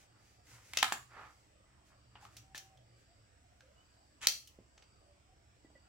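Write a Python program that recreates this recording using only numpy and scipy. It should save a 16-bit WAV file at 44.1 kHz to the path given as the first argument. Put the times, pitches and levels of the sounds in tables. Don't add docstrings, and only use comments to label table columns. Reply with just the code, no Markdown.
import sys
import numpy as np
from scipy import signal
from scipy.fft import rfft, irfft
from scipy.io import wavfile
from scipy.ndimage import uniform_filter1d

SR = 44100
rng = np.random.default_rng(int(sys.argv[2]) if len(sys.argv) > 2 else 0)


def dump_mix(stems):
    frames = np.atleast_2d(stems).T
    limited = np.clip(frames, -1, 1)
    pcm = np.round(limited * 32767).astype(np.int16)
    wavfile.write(sys.argv[1], SR, pcm)


N = 259308

# start in seconds, energy in dB, fade in seconds, treble
# tilt in dB per octave, resonance in Hz, its boost in dB, left over right in dB.
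BLADE_SNAPS = [(.7720, -4.5, 0.003, -3.5, 2500, 1, -2.5), (.7733, -9.5, 0.0013, -5, 2700, 7.5, 13.5),
               (.786, -12.5, .005, -3.5, 2965, 7.5, 9.5), (2.3675, -25, 0.0079, 0, 6740, -0.5, -0.5),
               (2.552, -20.5, 0.023, -3.5, 5200, -3, 0), (2.5778, -19, 0.0036, 1, 4400, -0.5, 0),
               (2.773, -43, 0.0047, -2.5, 3340, 16, -1), (3.607, -35.5, 0.0022, -7, 1570, 20.5, -3.5),
               (4.2700, -4, 0.0015, 1.5, 3840, 3, 0), (4.2712, 5, 0.00036, 1.2, 4500, 10.5, -1),
               (4.2740, -8, 0.0018, 0.5, 4360, 4, 5.5), (4.474, -29.5, 0.0077, 5, 3070, 10.5, -1),
               (4.778, -35.5, 0.0043, -10, 6480, 8.5, 0.5), (4.824, -37, 0.0042, -9, 2900, 2, -3)]
STEM_KNOCKS = [(.7347, -16.5, 0.003, 3.5, 2190, 12, -1), (.8277, -2, 0.0011, 0, 2920, 1, 2.5),
               (.8290, 2.5, 0.0021, 1.5, 1200, 7, -2), (.9222, -6, 0.0018, -6.5, 1760, 8, -1),
               (.9238, -9, 0.0057, 6.5, 7100, 10.5, -0.5), (2.1548, -27.5, 0.013, -9.5, 2900, 11, 0.5),
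               (2.224, -31, 0.029, -4, 830, 19, 3), (2.2520, -27.5, 0.0014, -4.5, 1210, 13.5, 0),
               (2.5472, -21.5, 0.0015, 0.5, 1773, 21.5, 3)]
SOFT_BUMPS = [(2.547, -38.5, 0.0041, -6, 453, 1, 0), (4.271, -24, .004, 5, 560, 8.5, -2),
              (4.588, -29, 0.0074, -3, 476, 11.5, -3), (5.647, -33, .005, 5.5, 354.7, 9, -1.5),
              (5.703, -40.5, 0.0027, 7, 729, 9, -2), (5.754, -36.5, 0.0021, 4.5, 566, 14, -4)]
# centre in Hz,
# width in Hz, level in dB, seconds to fall 60 dB.
BLADE_MODES = [(2915, 600, -5, 0.31), (4300, 380, -8, 0.18), (5900, 380, -3, .21)]
KNOCK_RING = [(767, 22, -5.5, 0.1563), (1182, 140, -9.5, 0.48), (1405, 70, -7, 0.19),
              (2892, 120, -13.5, 0.2)]
# start in seconds, length in seconds, peak level in dB.
SLICE_STROKES = [(.736, .095, -49.5), (4.208, 0.062, -42)]
LEAF_STROKES = [(-.05, 0.13, -66), (.13, 0.34, -72.5), (.42, 0.23, -61.5), (.54, 0.39, -63),
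                (.9, 0.76, -73), (1.83, 0.11, -73), (2.19, .11, -64.5), (2.27, .2, -69),
                (2.94, 0.14, -76.5), (3.0, 1.76, -82.5)]
SANDAL_STROKES = [(.07, .2, -77.5), (.45, 0.21, -68.5), (1.08, .255, -54), (1.63, 0.2, -76.5),
                  (1.89, 0.073, -70), (2.09, 0.29, -70)]
# frequency in Hz, relative level in dB.
BLADE_SPECTRUM = [(150, -35.5), (420, -27), (700, -13.5), (1000, -19.5), (1600, -14), (2400, -7),
                  (4500, -4.5), (6200, -2.5), (8500, -11.5), (15000, -16.5)]
KNOCK_SPECTRUM = [(120, -27), (290, -6), (490, -17.5), (780, 3), (1400, -1), (2200, -1.5), (3200, 0),
                  (5000, -7.5), (9000, -13), (15000, -24)]
BUMP_SPECTRUM = [(60, -9.5), (200, 0.5), (400, -3.5), (650, -8), (1000, -23), (3000, -41), (12000, -59)]
SLICE_SPECTRUM = [(200, -17.5), (500, -18.5), (900, -5.5), (2000, -1), (3000, 0), (4500, -7.5),
                  (7000, -4.5), (10000, -15), (15000, -27.5)]
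LEAF_SPECTRUM = [(300, -5.5), (900, -10), (2000, 0), (3500, -6.5), (6500, -2), (9000, -8.5), (15000, -16.5)]
SANDAL_SPECTRUM = [(200, -8.5), (550, -6), (800, 0.5), (1250, 3), (1900, -1.5), (2700, -11), (4500, -21),
                   (8000, -41), (15000, -55)]
ECHO_SPECTRUM = [(150, -6), (500, -7), (850, -7.5), (1300, -3), (3000, -5.5), (6000, -5), (10000, -7),
                 (15000, -5)]
AIR_SPECTRUM = [(20, -25.5), (45, -1.5), (70, -1), (110, -4), (155, -16.5), (300, -13.5), (440, -17),
                (700, -13), (950, -18), (2800, -22.5), (3800, -26.5), (7000, -28), (9300, -47),
                (15500, -42)]
# frequency in Hz, seconds to fall 60 dB.
ECHO_DECAY = [(200, 0.29), (800, 0.21), (2000, 0.28), (5500, .31), (9000, 0.34), (15000, .3)]
# start in seconds, length in
# seconds, pitch in Hz, glide as a share of the pitch, level in dB.
CALLS_AND_PINGS = [(2.378, 0.404, 772, -0.012, -75.5), (2.68, 0.15, 750, -0.061, -77),
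                   (3.075, 0.076, 686, 0.12, -75.5), (3.62, 0.06, 520, 0.001, -72.5),
                   (3.757, 0.085, 2960, 0.062, -77), (4.969, 0.23, 580, -0.0091, -80),
                   (5.285, 0.063, 742, 0.026, -74), (5.649, 0.023, 1968, -0.017, -74),
                   (5.75, 0.021, 1957, -0.019, -67)]
# peak time in seconds, half length in seconds, rise in dB.
DRONE_SWELLS = [(0.751, 0.64, 11), (2.352, 0.32, 13.5), (3.055, 0.33, 9.5)]
# frequency in Hz, level in dB, left over right in dB.
HUM_TONES = [(67, -76, -3), (197, -86.5, -2), (300, -88, -1), (5030, -95.5, -9), (5370, -93, -9),
             (5530, -95.5, -7.5), (5560, -102, -8)]
# frequency in Hz, likeness from 0 to 1.
AIR_LIKENESS = [(30, 1), (300, 0.56), (700, 1), (1300, 0.071), (2000, 0.039), (15000, 0.3)]


def blades():
    snaps = hits(BLADE_SNAPS, BLADE_SPECTRUM, ring_octaves=.13, tick=.1, alike_hz=12100, lag_s=6e-6)
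    return ringing(snaps, BLADE_MODES)


def stem():
    knocks = hits(STEM_KNOCKS, KNOCK_SPECTRUM, ring_octaves=.12, tick=.38, alike_hz=4006, lag_s=4.5e-5)
    return ringing(knocks, KNOCK_RING)


def bumps():
    return hits(SOFT_BUMPS, BUMP_SPECTRUM, ring_octaves=.16, tick=.94, alike_hz=3026, lag_s=4e-5)


def slicing():
    pressure = strokes(SLICE_STROKES, skew=1.2, roundness=1)
    return rub(pressure, SLICE_SPECTRUM, slips_per_s=2500, spread_db=6, hiss=.89,
               alike_hz=3500, pan_db=-.5)


def leaves():
    pressure = strokes(LEAF_STROKES, skew=.87, roundness=2)
    return rub(pressure, LEAF_SPECTRUM, slips_per_s=3500, spread_db=4.5, hiss=1, alike_hz=3530, pan_db=0)


def sandal():
    pressure = strokes(SANDAL_STROKES, skew=.92, roundness=1.4)
    return rub(pressure, SANDAL_SPECTRUM, slips_per_s=350, spread_db=1.5, hiss=.54,
               alike_hz=3280, pan_db=-2.5)


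def roof_echo(dry, gap_s=.0115, near_db=-3.5, roof_db=2.5, roof_s=.0077):
    t = np.arange(SR // 2) / SR
    taps = rng.standard_normal((2, len(t))) * (rng.random((2, len(t))) < .2)
    overhead = 1 + amp(roof_db) * np.exp(-abs(t - gap_s) / roof_s) / 2
    taps *= np.where(t < gap_s, amp(near_db) * (t > .002), overhead)
    hz, when, spectra = signal.stft(taps, SR, nperseg=256)
    spectra = mic_pair(spectra, hz[:, None], likeness(hz[:, None], 900), 0)
    spectra *= amp(-60 * when / curve(ECHO_DECAY, hz)[:, None])
    energy = uniform_filter1d((abs(spectra) ** 2).sum(2, keepdims=True), size=3, axis=1)
    tail = unit_energy(signal.istft(spectra / np.sqrt(energy), SR, nperseg=256)[1])
    tint = irfft(struck_body(curve(ECHO_SPECTRUM, np.fft.rfftfreq(4096, 1 / SR))))
    response = signal.fftconvolve(tail, tint[None], axes=1)
    return dry + signal.fftconvolve(dry, response, axes=1)[:, :N]


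def calls_and_pings(waver=.004, arch=.014, flutter_db=3.5):
    out = np.zeros((2, N))
    for start, length, hz, glide, db in CALLS_AND_PINGS:
        u = np.linspace(-1, 1, int(length * SR))
        slow_noise = unit_rms(uniform_filter1d(rng.standard_normal((2, SR)), size=700, axis=1))
        wobble, flutter = slow_noise[:, :len(u)]
        pitch = hz * (1 + glide * u / 2 - arch * u ** 2 + waver * wobble)
        tone = (1 - u ** 2) * amp(flutter_db * flutter) * np.sin(2 * np.pi * np.cumsum(pitch) / SR)
        add(out, start, amp(db) * pan(-1.6) * unit_rms(tone))
    return out


def insect(first_s, every_s, length_s, centre_hz, width_hz, climb_hz, slope_db, same, pan_db):
    progress = np.minimum((np.arange(N) / SR - first_s) % every_s / length_s, 1)
    swell = (4 * progress * (1 - progress)) ** .8 * amp(slope_db * progress)
    return swell * band(centre_hz, width_hz, 0, same, pan_db, glide_hz=climb_hz * (progress - .5))


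def insects():
    cricket = insect(first_s=-.03, every_s=.93, length_s=.58, centre_hz=4700, width_hz=340,
                     climb_hz=81, slope_db=2, same=.37, pan_db=-1)
    katydid = insect(first_s=-.5, every_s=.84, length_s=.8, centre_hz=7865, width_hz=600,
                     climb_hz=837, slope_db=-4.5, same=.15, pan_db=7)
    chorus = band(centre_hz=7850, width_hz=970, wander_hz=40, same=.15, pan_db=8.3)
    sizzle = band(centre_hz=10800, width_hz=1100, wander_hz=100, same=.11, pan_db=-2)
    return amp(-81) * cricket + amp(-80.5) * katydid + amp(-84) * chorus + amp(-96) * sizzle


def engine(base_db=-78):
    t = np.arange(N) / SR
    rise_db = sum(db * np.exp(-((t - peak) / half) ** 2) for peak, half, db in DRONE_SWELLS)
    return band(centre_hz=110, width_hz=30, wander_hz=8, same=1, pan_db=-1.3) * amp(base_db + rise_db)


def machine_hum(waver=.23):
    t, out = np.arange(N) / SR, np.zeros((2, N))
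    for hz, db, pan_db in HUM_TONES:
        sway = waver * drift(count=30)
        out += amp(db) * pan(pan_db) * np.sqrt(2) * (1 + sway) * np.sin(2 * np.pi * hz * t + sway)
    return out


def open_air(rumble_db=-71, wash_db=-71.5, patch_db=4.5, pan_db=-2, split_hz=350, lag_s=4e-4):
    hz = np.fft.rfftfreq(1024, 1 / SR)
    grid = (N // 256 + 5, len(hz))

    def noise(shape, patchy_db):
        spectra = rng.standard_normal((2, *grid)) + 1j * rng.standard_normal((2, *grid))
        patches = uniform_filter1d(rng.standard_normal(grid), size=20, axis=0)
        patches = unit_rms(uniform_filter1d(patches, size=3, axis=1))
        spectra = mic_pair(spectra, hz, curve(AIR_LIKENESS, hz), lag_s)
        spectra *= shape * amp(patchy_db * patches)
        return unit_rms(signal.istft(spectra.swapaxes(1, 2), nperseg=1024, noverlap=768)[1][:, :N])

    low_share = 1 / (1 + (hz / split_hz) ** 4)
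    colour = amp(curve(AIR_SPECTRUM, hz))
    low_cut = signal.butter(2, 35, "high", fs=SR, output="sos")
    rumble = signal.sosfilt(low_cut, noise(colour * np.sqrt(low_share), patchy_db=.97))
    wash = noise(colour * np.sqrt(1 - low_share), patch_db / (1 + hz / 3000))
    return (amp(rumble_db) * rumble + amp(wash_db) * wash) * pan(pan_db)


def hits(rows, colour, ring_octaves, tick, alike_hz, lag_s, rise_s=.00013, size=4096):
    out, t, hz = np.zeros((2, N)), np.arange(size) / SR, np.fft.rfftfreq(size, 1 / SR)
    for start, db, fade, tilt_db, ring_hz, ring_db, pan_db in rows:
        envelope = np.exp(-t / fade) * (1 - np.exp(-t / rise_s))
        crackle = unit_energy(rng.standard_normal((2, size)) * envelope)
        crackle[:, 0] += tick
        spectra = mic_pair(rfft(crackle), hz, likeness(hz, alike_hz), lag_s)
        uneven_db = 10 * np.log10(uniform_filter1d((abs(spectra) ** 2).mean(0), size=24))
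        resonance_db = ring_db / (1 + (np.log2((hz + 20) / ring_hz) / ring_octaves) ** 2)
        body_db = curve(colour, hz) + tilt_db * np.log2(1 + hz / 1000) + resonance_db
        blow = irfft(spectra * struck_body(body_db - uneven_db))
        add(out, start, amp(db) * pan(pan_db) * unit_energy(blow[:, :size // 2]))
    return out


def ringing(blows, clusters, count=9):
    t, ring = np.arange(SR // 2) / SR, np.zeros((2, SR // 2))
    for hz, width, db, t60 in clusters:
        modes = hz + width * (np.linspace(-.5, .5, count) + rng.uniform(.11, .56, count) / count)
        tones = np.sin(2 * np.pi * (modes[:, None] * t + rng.random((2, count, 1)))).sum(1)
        ring += amp(db) * unit_energy(tones * amp(-60 * t / t60)) * np.sqrt(2 * width / SR)
    return blows + signal.oaconvolve(blows, ring, axes=1)[:, :N]


def strokes(rows, skew, roundness):
    t, power = np.arange(N) / SR, np.zeros(N)
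    for start, length, db in rows:
        progress = np.clip((t - start) / length, 0, 1)
        power += amp(2 * db) * abs(np.sin(np.pi * progress ** skew)) ** (2 * roundness)
    return np.sqrt(power)


def rub(pressure, colour, slips_per_s, spread_db, hiss, alike_hz, pan_db):
    hz = np.fft.rfftfreq(N, 1 / SR)
    sizes = amp(spread_db * np.minimum(rng.exponential(1, (2, N)), 4)) * rng.choice([-1, 1], (2, N))
    slips = unit_rms(sizes * (rng.random((2, N)) < slips_per_s / SR))
    friction = slips + hiss * rng.standard_normal((2, N))
    spectra = mic_pair(rfft(friction), hz, likeness(hz, alike_hz), lag_s=5e-5) * amp(curve(colour, hz))
    return unit_rms(irfft(spectra, N)) * pressure * pan(pan_db)


def band(centre_hz, width_hz, wander_hz, same, pan_db, glide_hz=0, lag_s=.00046):
    hz = np.fft.rfftfreq(N, 1 / SR)
    spectra = mic_pair(rfft(rng.standard_normal((2, N))), hz, same, lag_s)
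    spectra /= (1 + (2 * (hz - centre_hz) / width_hz) ** 2) ** 1.4
    shift = np.exp(2j * np.pi * np.cumsum(glide_hz + wander_hz * drift(count=24)) / SR)
    return unit_rms((np.fft.ifft(spectra, N) * shift).real) * pan(pan_db)


def struck_body(db, size=4096):
    log_gain = np.log(amp(np.r_[db, db[-2:0:-1]]))
    return np.exp(np.conj(signal.hilbert(log_gain)))[:size // 2 + 1]


def mic_pair(spectra, hz, same, lag_s):
    same = np.clip(same, 0, 1)
    left = spectra[0] * np.exp(-2j * np.pi * hz * lag_s)
    right = same * spectra[0] + np.sqrt(1 - same ** 2) * spectra[1]
    return np.array([left, right])


def likeness(hz, alike_hz):
    return 1 / (1 + (hz / alike_hz) ** 2)


def drift(count):
    return np.interp(np.linspace(0, count - 1, N), np.arange(count), rng.standard_normal(count))


def curve(points, hz):
    point_hz, value = np.transpose(points)
    return np.interp(np.log(hz + 1), np.log(point_hz + 1), value)


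def add(mix, start_s, sound):
    part = mix[:, round(start_s * SR):][:, :sound.shape[1]]
    part += sound[:, :part.shape[1]]


def pan(left_over_right_db):
    return amp([[left_over_right_db / 2], [-left_over_right_db / 2]])


def amp(db):
    return 10 ** (np.asarray(db) / 20)


def unit_rms(x):
    return x / np.sqrt(np.mean(x ** 2) + 1e-20)


def unit_energy(x):
    return x / np.linalg.norm(x, axis=1, keepdims=True)


def scene():
    work = blades() + stem() + bumps() + slicing() + leaves() + sandal()
    return roof_echo(work + calls_and_pings()) + open_air() + insects() + engine() + machine_hum()


def record(dry):
    low_pass = signal.firwin(401, 16100, window=("kaiser", 8), fs=SR)
    return signal.oaconvolve(dry, low_pass[None], "same")


dry = scene()
out = record(dry)
dump_mix(out)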